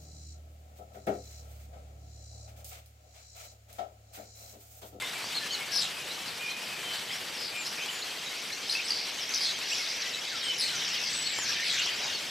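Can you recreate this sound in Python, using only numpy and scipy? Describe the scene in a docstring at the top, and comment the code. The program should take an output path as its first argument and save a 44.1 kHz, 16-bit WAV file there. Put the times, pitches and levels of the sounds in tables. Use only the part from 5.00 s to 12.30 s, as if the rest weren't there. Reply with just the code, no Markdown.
"""Starling flock over a garden

Near birds whistle, rattle and click: trembling sines, trains of chirps and decaying ticks.
Behind them, thousands of small calls make the babble of far birds, with echoes from trees and ground.
Shaped noise makes the rush of wings, close wing puffs, low hum and far wash.
A small microphone pair colours it all.
"""
import sys
import numpy as np
from scipy import signal
from scipy.fft import rfft, irfft, next_fast_len
from scipy.io import wavfile
from scipy.ndimage import uniform_filter1d

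SR = 44100
rng = np.random.default_rng(int(sys.argv[2]) if len(sys.argv) > 2 else 0)


def int16_out(signal):
    """Quantize to a 16-bit WAV file."""
    q = np.round(np.clip(np.atleast_2d(signal).T, -1, 1) * 32767)
    wavfile.write(sys.argv[1], SR, q.astype(np.int16))


N = 321930


def gain_of(db):
    """Amplitude factor of a level in dB."""
    return 10 ** (np.asarray(db) / 20)


def evened(x):
    """Scales x to rms 1."""
    return x / np.sqrt(np.mean(x ** 2) + 1e-20)


def faded(x, fade_s):
    """Soft start and end."""
    return x * signal.windows.tukey(len(x), min(2 * fade_s * SR / len(x), 1))


def read(points, hz):
    """Reads a curve of (Hz, value) points, linear over log frequency."""
    point_hz, value = np.transpose(points)
    return np.interp(np.log(hz + 1), np.log(point_hz + 1), value)


def coloured(x, gain):
    """Multiplies the spectrum by gain(hz)."""
    size = next_fast_len(N)
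    spectrum = rfft(x, size) * gain(np.fft.rfftfreq(size, 1 / SR))
    return irfft(spectrum, size)[..., :N]


def add(mix, start_s, sound, pan_db):
    """Adds a mono sound in place; pan_db is left minus right."""
    part = mix[:, max(round(start_s * SR), 0):][:, :len(sound)]
    part += gain_of([[pan_db / 2], [-pan_db / 2]]) * sound[:part.shape[1]]


def drift(length, span):
    """Smooth random curve of rms about 1 that changes over span samples."""
    smooth = uniform_filter1d(rng.standard_normal(length + 200), span)
    return evened(uniform_filter1d(smooth, span))[:length]


ROUND_TOP = 1.08  # exponent; above 1 the level lingers near its peak


def shape(length_s, first_hz, last_hz, bend_hz, peak_db, place, rise_db, fall_db):
    """Pitch glides from first to last with a bend; level swells to the peak and fades."""
    u = np.linspace(0, 1, int(length_s * SR))
    hz = first_hz + (last_hz - first_hz) * u + bend_hz * (1 - (2 * u - 1) ** 2)
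    slope_db = np.where(u < place, rise_db, fall_db)
    return hz, gain_of(peak_db - slope_db * abs(u - place) ** ROUND_TOP)


def whistle(hz, waver, flutter_db, octave_db):
    """A near sine whose pitch and level tremble."""
    wavering_hz = hz * (1 + waver * drift(len(hz), span=60))
    turns = np.cumsum(wavering_hz) / SR
    tone = np.sin(2 * np.pi * turns) + gain_of(octave_db) * np.sin(4 * np.pi * turns)
    flutter = gain_of(flutter_db * drift(len(hz), span=150))
    return faded(evened(tone * flutter), 0.0018)


# One long falling whistle. Each row: time in seconds, pitch in Hz, level in dB.
LONG_CALL = [(6.124, 2880, -32), (6.135, 7500, -38), (6.147, 8090, -40), (6.2, 7880, -38.5),
             (6.3, 7720, -44.5), (6.42, 7080, -40), (6.44, 6530, -35), (6.47, 5330, -42)]
# Whistles of near birds. Each row: start in seconds, length in seconds, first pitch in Hz,
# last pitch in Hz, bend at mid-call in Hz, peak level in dB, place of the peak (0-1).
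WHISTLE_CALLS = [ (0.0, 0.083, 3570, 3710, -80, -41, 0.64), (0.019, 0.033, 2100, 2068, 1, -37, 0.07),
                 (0.021, 0.026, 1036, 1040, 2, -41, 0.4), (0.152, 0.035, 2355, 2300, 0, -39.5, .4),
                 (0.227, 0.08, 4360, 4950, 60, -42.5, 0.2), (0.34, 0.05, 3700, 3880, 510, -31, 0.75),
                 (0.412, 0.07, 1790, 1660, 0, -42.5, 0.34), (0.498, 0.059, 3780, 3930, 660, -33, 0.87),
                 (.51, 0.048, 6050, 6300, 550, -43, .55), (0.507, 0.079, 3130, 2900, -58.5, -36, 0),
                 (0.605, 0.048, 2230, 2136, -2, -39, 0.2), (0.678, 0.11, 1832, 1677, -110, -44, 0.6),
                 (0.9, 0.13, 2570, 2440, 60, -45.5, 0.9), (1.069, 0.062, 3460, 4220, -18, -41, 0.75),
                 (1.48, 0.056, 3310, 3650, 682, -41, .7), (1.832, 0.16, 3160, 3030, -26.5, -41.5, 0.4),
                 (2.095, 0.027, 3090, 3800, -200, -37, .7), (2.103, 0.027, 1840, 2480, 50, -38.5, .6),
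                 (2.114, 0.065, 4450, 5650, 480, -40, 0.3), (2.128, .014, 3050, 3350, 30, -37, .6),
                 (2.575, 0.08, 7460, 6400, 300, -42.5, 0.4), (2.805, 0.076, 2950, 3400, 0, -41, .4),
                 (2.808, .035, 6300, 6200, 12, -45.5, 0.7), (2.66, 0.018, 3620, 5160, 0, -35, 0.5),
                 (2.725, .035, 5520, 3800, 13, -43, 0.4), (2.882, 0.022, 2760, 3170, 0, -31, 0.93),
                 (2.908, 0.031, 7250, 6500, 350, -44.5, .7), (2.942, .04, 6800, 6550, 450, -47, .5),
                 (2.982, 0.049, 6700, 6500, 330, -45, .4), (3.005, 0.032, 3500, 4800, -300, -36.5, 0.9),
                 (3.258, 0.063, 3850, 3920, -50, -40, 0.2), (3.518, .02, 3790, 4450, 6, -32, 1),
                 (3.524, 0.027, 5450, 6270, 248, -38, 0.03), (3.75, 0.044, 2550, 2750, 0, -30.5, 0.2),
                 (3.784, 0.024, 2180, 2670, 0, -33.5, 0.5), (3.841, 0.031, 8050, 8130, 0, -40.5, 0.7),
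                 (4.162, 0.03, 5900, 6100, 795, -46, 0.2), (4.199, 0.038, 5900, 4800, 57, -36.5, 0.6),
                 (4.455, 0.15, 6340, 5500, 558, -45.5, 0.5), (4.613, 0.029, 2540, 2860, 0, -38, .05),
                 (4.685, 0.105, 7600, 6000, 550, -43, 0.5), (4.713, 0.025, 2496, 3180, -120, -30.5, 0.55),
                 (5.036, 0.054, 2010, 1960, -6, -41, 0.6), (5.316, 0.074, 1650, 1305, -120, -44, 0.43),
                 (5.428, 0.1, 3270, 3010, -54, -29.5, 0.9), (5.429, 0.075, 8500, 7950, 100, -43, 0.3),
                 (5.697, 0.077, 1640, 1340, -16, -46, 0.6), (5.753, 0.0264, 5730, 6150, 55, -37.5, .6),
                 (5.818, 0.0088, 2370, 2100, 1, -35, .3), (6.075, 0.053, 7970, 8100, 0, -42, 0.8),
                 (6.488, 0.095, 5720, 4670, -45, -38, .05), (6.24, 0.042, 4230, 4440, -23, -34, .65),
                 (6.288, 0.088, 2116, 2180, 150, -40.5, 0.55), (6.55, 0.085, 1724, 1810, 46, -40.5, 0.6),
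                 (6.6, 0.16, 7530, 7450, 200, -47, 0.8), (6.682, 0.039, 4180, 3644, 3, -32, 0.5),
                 (6.785, 0.022, 4650, 7800, 900, -31, 0.1), (6.79, 0.051, 2790, 3020, -4, -33, 0.3),
                 (7.03, 0.037, 3940, 3660, 0, -37, .05), (7.128, 0.047, 4500, 4336, 3, -33.5, 0.5)]
WHISTLE_RISE_DB, WHISTLE_FALL_DB = 12, 13.5  # level change over one call length around the peak
STEADY_WAVER = .008  # rms pitch tremble, share of pitch


def along(rows):
    """Start time in seconds and the other columns, sample by sample."""
    s, *columns = np.transpose(rows)
    t = np.arange(s[0], s[-1], 1 / SR)
    return [s[0]] + [np.interp(t, s, column) for column in columns]


def near_whistles():
    """Trembling near sines that glide and swell, each at a random pan."""
    mix = np.zeros((2, N))
    start_s, hz, db = along(LONG_CALL)
    rounded_hz = uniform_filter1d(hz, 100, mode="nearest")
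    calls = [(start_s, rounded_hz, gain_of(db))]
    for start_s, *row in WHISTLE_CALLS:
        calls.append((start_s, *shape(*row, WHISTLE_RISE_DB, WHISTLE_FALL_DB)))
    for start_s, hz, gain in calls:
        call = gain * whistle(hz, STEADY_WAVER, flutter_db=2.2, octave_db=-45)
        add(mix, start_s, call, 0.99 * rng.standard_normal())
    return mix


def rattle(hz, rate_hz, blur, sweep, octave_db, dip, uneven_db):
    """A train of upward chirps, whole, broken or cut short; blur scatters timing and pitch and fills gaps."""
    blur = np.clip(blur, 0, 1)
    uneven_rate_hz = rate_hz * (1 + (.02 + .55 * blur) * drift(len(hz), span=200))
    beats = np.cumsum(uneven_rate_hz) / SR
    place = beats % 1  # position within the chirp
    luck = rng.standard_normal((80, 3))[beats.astype(int) % 80]  # one draw per chirp
    jitter = (0.067 + 0.329 * blur) * drift(len(hz), span=24)
    scatter = sweep * (0.0609 * luck[:, 0] + jitter)
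    rise = sweep * (.05 - np.exp(-place / .33))  # quick rise, then a plateau
    turns = np.cumsum(hz * (1 + rise + scatter)) / SR
    broken = 1 - np.minimum(dip + 0.18 * luck[:, 2], 1) * np.sin(np.pi * place) ** 6
    pulse = np.sin(np.pi * place ** 1.29) ** 0.62 * broken
    gate = (pulse + 0.27 * blur) * gain_of(uneven_db * luck[:, 1])
    overtones = np.sin(4 * np.pi * turns) + 0.15 * np.sin(6 * np.pi * turns)
    tone = np.sin(2 * np.pi * turns) + gain_of(octave_db) * overtones
    return faded(evened(gate * tone), 0.0029)


# Rattles of near birds. Each row: start in seconds, length in seconds, first pitch in Hz,
# last pitch in Hz, peak level in dB, place of the peak (0-1), mean pulses per second, blur (0-1),
# chirp sweep as a share of pitch, octave relative to the fundamental in dB,
# dip in mid-chirp (1 breaks it in two, under 0 makes a short peak).
RATTLE_CALLS = [ (0.716, 0.11, 5650, 5350, -27, 0.47, 92.6, 0.13, 0.4, -17.5, 0.4),
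                (0.804, 0.079, 4500, 3010, -31, 0.27, 92.6, 0.25, 0.43, -6, 0),
                (1.261, 0.064, 4940, 4000, -40.5, 0.25, 77, 0.35, 0.25, -21, .8),
                (1.39, 0.26, 2460, 2530, -38.5, 0.32, 38, 0.7, 0.05, -35, 0),
                (1.66, 0.2, 2640, 2370, -44, 0.35, 38.2, .6, 0.11, -35, -0.5),
                (1.91, 0.12, 4900, 3990, -39, 0.42, 83.8, .6, 0.37, -15, 0),
                (2.374, .155, 5300, 4610, -37, 0.36, 85.5, 0.25, 0.3, -18, 0),
                (2.515, 0.125, 2450, 2480, -39, 0.45, 96, 0.24, 0.07, -43, .8),
                (2.648, 0.078, 5620, 5500, -37, 0.26, 83.7, 0.26, 0.3, -13.5, 0.5),
                (2.77, 0.11, 2590, 2560, -37.5, 0.32, 89.3, 0.31, 0.2, -35, .8),
                (3.692, 0.061, 4210, 4970, -29.5, 0, 69.6, 0.06, 0.25, -15, -9),
                (3.68, 0.1, 5420, 4320, -32.5, 0.45, 89.2, 0.43, 0.37, -13.5, 0),
                (3.867, 0.037, 5500, 5360, -32.5, 0.59, 84, 0.25, 0.26, -20, 0.5),
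                (3.901, 0.057, 4940, 4800, -28, 0.15, 79.4, 0.1, 0.31, -21, -1.5),
                (3.95, 0.17, 5060, 4540, -35.5, 0.12, 74.2, 0.32, 0.28, -30, .6),
                (4.286, 0.068, 6250, 6560, -37.5, 0.26, 67, .02, 0.17, -30, -11),
                (4.337, 0.095, 5750, 4870, -27, 0.02, 78, 0.11, 0.39, -20.5, .9),
                (4.405, 0.11, 5270, 3670, -27.5, 0.43, 80.7, 0.31, 0.32, -15.5, 0.5),
                (4.682, 0.23, 5900, 4620, -35, 0.31, 83.3, 0.51, 0.29, -18, 2),
                (4.885, 0.05, 5300, 4750, -36, 0.41, 90, .3, 0.24, -23, -0.5),
                (5.125, .04, 4000, 3950, -34, 0.6, 86.8, 0.4, 0.15, -12, -1),
                (5.577, 0.05, 5680, 4920, -29, 0.56, 84.7, .1, 0.23, -8.5, 2),
                (5.608, 0.16, 4410, 4140, -29, 0, 98.3, 0.16, 0.2, -7.5, .8),
                (5.845, 0.11, 5600, 5300, -38.5, 0.061, 75.5, 0.23, 0.28, -32, -2),
                (5.984, 0.11, 6070, 4870, -35.5, 0.59, 83, 0.31, 0.3, -34, -2),
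                (6.14, 0.068, 3020, 3180, -39, 0.54, 95.2, 0.45, 0.48, -20, -2),
                (6.457, 0.079, 6000, 5400, -34, 0.46, 72, 0.21, 0.31, -20, 0.5),
                (6.639, 0.1, 5470, 3690, -32.5, 0.62, 80, 0.23, 0.26, -10, 1),
                (6.845, 0.064, 3130, 3110, -34, 0.5, 89.6, 0.39, .25, -25, 2)]
RATTLE_RISE_DB, RATTLE_FALL_DB = 21, 16  # level change over one call length around the peak
RATTLE_HOLD = .15  # lingers near first pitch: bend as a share of the whole glide


def near_rattles():
    """Chirp trains that glide and swell, each at a random pan."""
    mix = np.zeros((2, N))
    for start_s, length_s, first_hz, last_hz, peak_db, place, *voice in RATTLE_CALLS:
        bend_hz = RATTLE_HOLD * (first_hz - last_hz)
        hz, gain = shape(length_s, first_hz, last_hz, bend_hz, peak_db, place,
                         RATTLE_RISE_DB, RATTLE_FALL_DB)
        call = gain * rattle(hz, *voice, uneven_db=1.0)
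        add(mix, start_s, call, 1.9 * rng.standard_normal())
    return mix


# Bill clicks. Each row: time in seconds, tick level in dB, low knock relative to the tick in dB.
BILL_CLICKS = [(0.0226, -22, -6), (0.2427, -25, 1), (0.76, -21, -8), (1.2205, -26, -16), (2.861, -22, -10),
               (4.1213, -37, 4.5), (4.5892, -24, -6), (6.3879, -19, -1.5), (6.863, -22.5, -5)]


def clicks():
    """Decaying 8 kHz tick plus dull 1.1 kHz knock; small ticks fall at random."""
    mix, t = np.zeros((2, N)), np.arange(200) / SR
    tick = np.exp(-t / 0.00023) * np.cos(2 * np.pi * 8000 * t)
    knock = np.exp(-t / 0.00083) * np.sin(2 * np.pi * 1100 * t)
    for start_s, db, knock_db in BILL_CLICKS:
        click = gain_of(db) * (tick + gain_of(knock_db) * knock)
        add(mix, start_s, click, 1.8 * rng.standard_normal())
    draw, size = rng.random(N), rng.exponential(1, N)
    small = (draw < 150 / SR) * gain_of(-46.0 + 1.37 * np.minimum(size, 4))  # about 150 per second
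    return mix + signal.oaconvolve(small, tick)[:N]


# Close wing strokes. Each row: start in seconds, relative level in dB, length in seconds.
WING_PUFFS = [(6.885, -50, 0.073), (6.993, -44, 0.104)]


def puffs():
    """Soft bursts of dull air noise around 800 Hz."""
    mix = np.zeros((2, N))
    for start_s, db, length_s in WING_PUFFS:
        air = faded(rng.standard_normal(int(length_s * SR)), 0.01)
        add(mix, start_s, gain_of(db) * air, -2.5)
    return coloured(mix, lambda f: 4.9 * np.exp(-np.log((f + 1) / 800) ** 2 / 0.4))


# The crowd over time. Each row: time in seconds, babble of far birds before brightening in dB,
# rush of wings in its level band in dB, low hum in its level band in dB.
CROWD_LEVELS = [(0, -40.5, -52, -55), (1, -42.5, -53, -58), (2, -43, -53, -56), (3, -40.5, -53.5, -59.5),
                (4, -38.5, -55.5, -61.5), (4.6, -36, -54, -60.5), (5.3, -36.5, -56.5, -60),
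                (5.8, -34, -55, -56), (6.3, -34.5, -56, -56), (6.8, -31.5, -55.5, -57),
                (7.3, -37.5, -53.5, -59)]


def flock(column):
    """Gain curve of one crowd layer."""
    rows = np.array(CROWD_LEVELS)
    return gain_of(np.interp(np.arange(N) / SR, rows[:, 0], rows[:, column]))


# Colour of the far calls. Each row: frequency in Hz, gain in dB.
BABBLE_COLOUR = [(1000, -10), (1500, -14), (2500, -3.5), (3300, -3.5), (4500, -2), (6000, -5), (7000, -11),
                 (12000, -22)]
FAR_BLUR = .3
NEAREST_FAR = .5  # closest far bird, as a share of the crowd's depth


def far_birds(count=260, channels=19):
    """A stock of short calls, each uttered many times at random moments, distances and sides."""
    mix = np.zeros((2, N))
    for pitch, glide, arch, length, kind in rng.random((count, 5)):
        u = np.linspace(0, 1, int(SR * (.012 + .06 * length ** 2)))
        contour = 1 + .5 * (glide - .6) * u + .6 * (arch - .4) * u * (1 - u)
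        hz = 1500 * 5.0 ** pitch * contour
        if kind < .45:
            call = whistle(hz, 0.012, flutter_db=3.0, octave_db=-26.0)
        else:
            call = rattle(hz, 60 + 60 * arch, FAR_BLUR, 0.3, octave_db=-19,
                          dip=.9 - 2.9 * glide ** 2, uneven_db=-1.0)
        for when, far, side in rng.random((channels, 3)):
            distance = NEAREST_FAR + np.sqrt(far)  # most are far, a few close
            add(mix, when * N / SR, call / distance, 7 * (side - .5))
    return coloured(mix, lambda f: gain_of(read(BABBLE_COLOUR, f)))


def trees(x, t60_s):
    """Sparse decaying echoes of random sign from trees and ground."""
    size = SR // 2
    taps = np.zeros((2, size))
    at = np.arange(200, size - 20, 20) + rng.integers(0, 20, (2, (size - 201) // 20))
    np.put_along_axis(taps, at, rng.choice([-1., 1.], at.shape), 1)
    taps[1] = 0.56 * taps[0] + 0.63 * taps[1]  # partly shared by both sides
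    taps *= gain_of(-60 * np.arange(size) / SR / t60_s)
    taps /= np.linalg.norm(taps, axis=1)[:, None]
    return signal.fftconvolve(x, taps, axes=1)[:, :N]


FAR_ECHO_DB = -5


def far_babble():
    """Far calls with echoes; treble above about 5 kHz grows with the crowd level."""
    far = far_birds()
    level = flock(column=1)
    babble = evened(far + gain_of(FAR_ECHO_DB) * trees(far, 1.0)) * level
    shrill = coloured(babble, lambda f: f ** 4 / (f ** 4 + 5000.0 ** 4))
    return babble + 0.26 * shrill * level / level.max()


# Likeness of the two sides. Each row: frequency in Hz, left-right correlation (limited to 1).
SIDE_LIKENESS = [(60, 0.91), (150, 0.92), (380, 0.86), (950, 0.62), (2380, 0.88), (5980, 0.8),
                 (15000, 0.61)]


def rush(spectrum, patchy_db, flicker_db, level_hz):
    """Noise of random short-time spectra with patches and flicker; mono sum has rms 1 inside level_hz."""
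    frames, hz = N // 128 + 5, np.fft.rfftfreq(512, 1 / SR)
    a, b, c, d, patches = np.ascontiguousarray(rng.standard_normal((frames, 257, 5)).T)
    patches = evened(uniform_filter1d(uniform_filter1d(patches, 8, 0), 16, 1))
    same = np.clip(read(SIDE_LIKENESS, hz), -1, 1)[:, None]
    left = a + 1j * b
    right = same * left + np.sqrt(1 - same ** 2) * (c + 1j * d)
    z = np.array([left, right])
    z *= gain_of(patchy_db * patches + flicker_db * drift(frames, span=6))
    noise = signal.istft(z, nperseg=512, noverlap=384)[1][:, :N]
    x = coloured(noise, lambda f: gain_of(read(spectrum, f)))
    band = coloured(x.mean(0), lambda f: (f > level_hz[0]) & (f < level_hz[1]))
    return x / np.sqrt(np.mean(band ** 2))


# Spectrum of the wings. Each row: frequency in Hz, relative density in dB per Hz.
WING_SPECTRUM = [(300, -29), (700, 11), (1300, 12), (3000, 15), (6000, 2), (8300, 8.5), (10000, 3.5),
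                 (14000, -3), (15600, -8.5)]


def wings():
    """Rush of wings: wing beats as a hiss with random flicker."""
    return rush(WING_SPECTRUM, 0.65, 1.52, (9500, 15000)) * flock(column=2)


# Spectrum of the hum. Each row: frequency in Hz, relative density in dB per Hz.
HUM_SPECTRUM = [(30, -19.5), (60, -8), (102, -0.5), (170, 1), (260, -4), (450, -33)]


def hum():
    """Low hum of the countryside: noise centred near 100-260 Hz."""
    return rush(HUM_SPECTRUM, 1.0, 0.48, (60, 250)) * flock(column=3)


# Spectrum of the far wash. Each row: frequency in Hz, relative density in dB per Hz.
WASH_SPECTRUM = [(120, -12), (250, -3), (480, 1), (900, -5), (2000, -29)]
WASH_DB = -51  # level of 60-2000 Hz


def wash():
    """Far wash of the valley: noise of constant mean level."""
    return rush(WASH_SPECTRUM, 0.73, 0.79, (60, 2000)) * gain_of(WASH_DB)


def scene():
    """Near birds with echoes, then the crowd, wings and background."""
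    near = near_whistles() + near_rattles() + clicks()
    near_echo = gain_of(-7.0) * trees(near, 0.24)
    return near + near_echo + puffs() + far_babble() + wings() + hum() + wash()


# Balance of the microphone ports. Each row: frequency in Hz, left minus right in dB.
PORT_BALANCE = [(60, 2), (240, -1.5), (950, 0.5), (3770, 1.5), (15000, 1.0)]
NOTCH_HZ, NOTCH_WIDTH_HZ, NOTCH_DB = 9030, 233, -13  # narrow dip near 9 kHz; half-width
BASS_CUT_HZ, EDGE_HZ = 74, 15540


def record(dry):
    """Port balance, bass roll-off, a narrow notch, then the band limit."""
    side = np.array([[.5], [-.5]])

    def microphone(f):
        notch_db = NOTCH_DB / (1 + ((f - NOTCH_HZ) / NOTCH_WIDTH_HZ) ** 2)
        bass_cut = f ** 2 / (f ** 2 + BASS_CUT_HZ ** 2)
        return gain_of(side * read(PORT_BALANCE, f) + notch_db) * bass_cut

    heard = coloured(dry, microphone)
    lowpass = signal.firwin(1023, EDGE_HZ, window=("kaiser", 9), fs=SR)
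    return signal.oaconvolve(heard, lowpass[None], "same")


dry = scene()
out = record(dry)
int16_out(out)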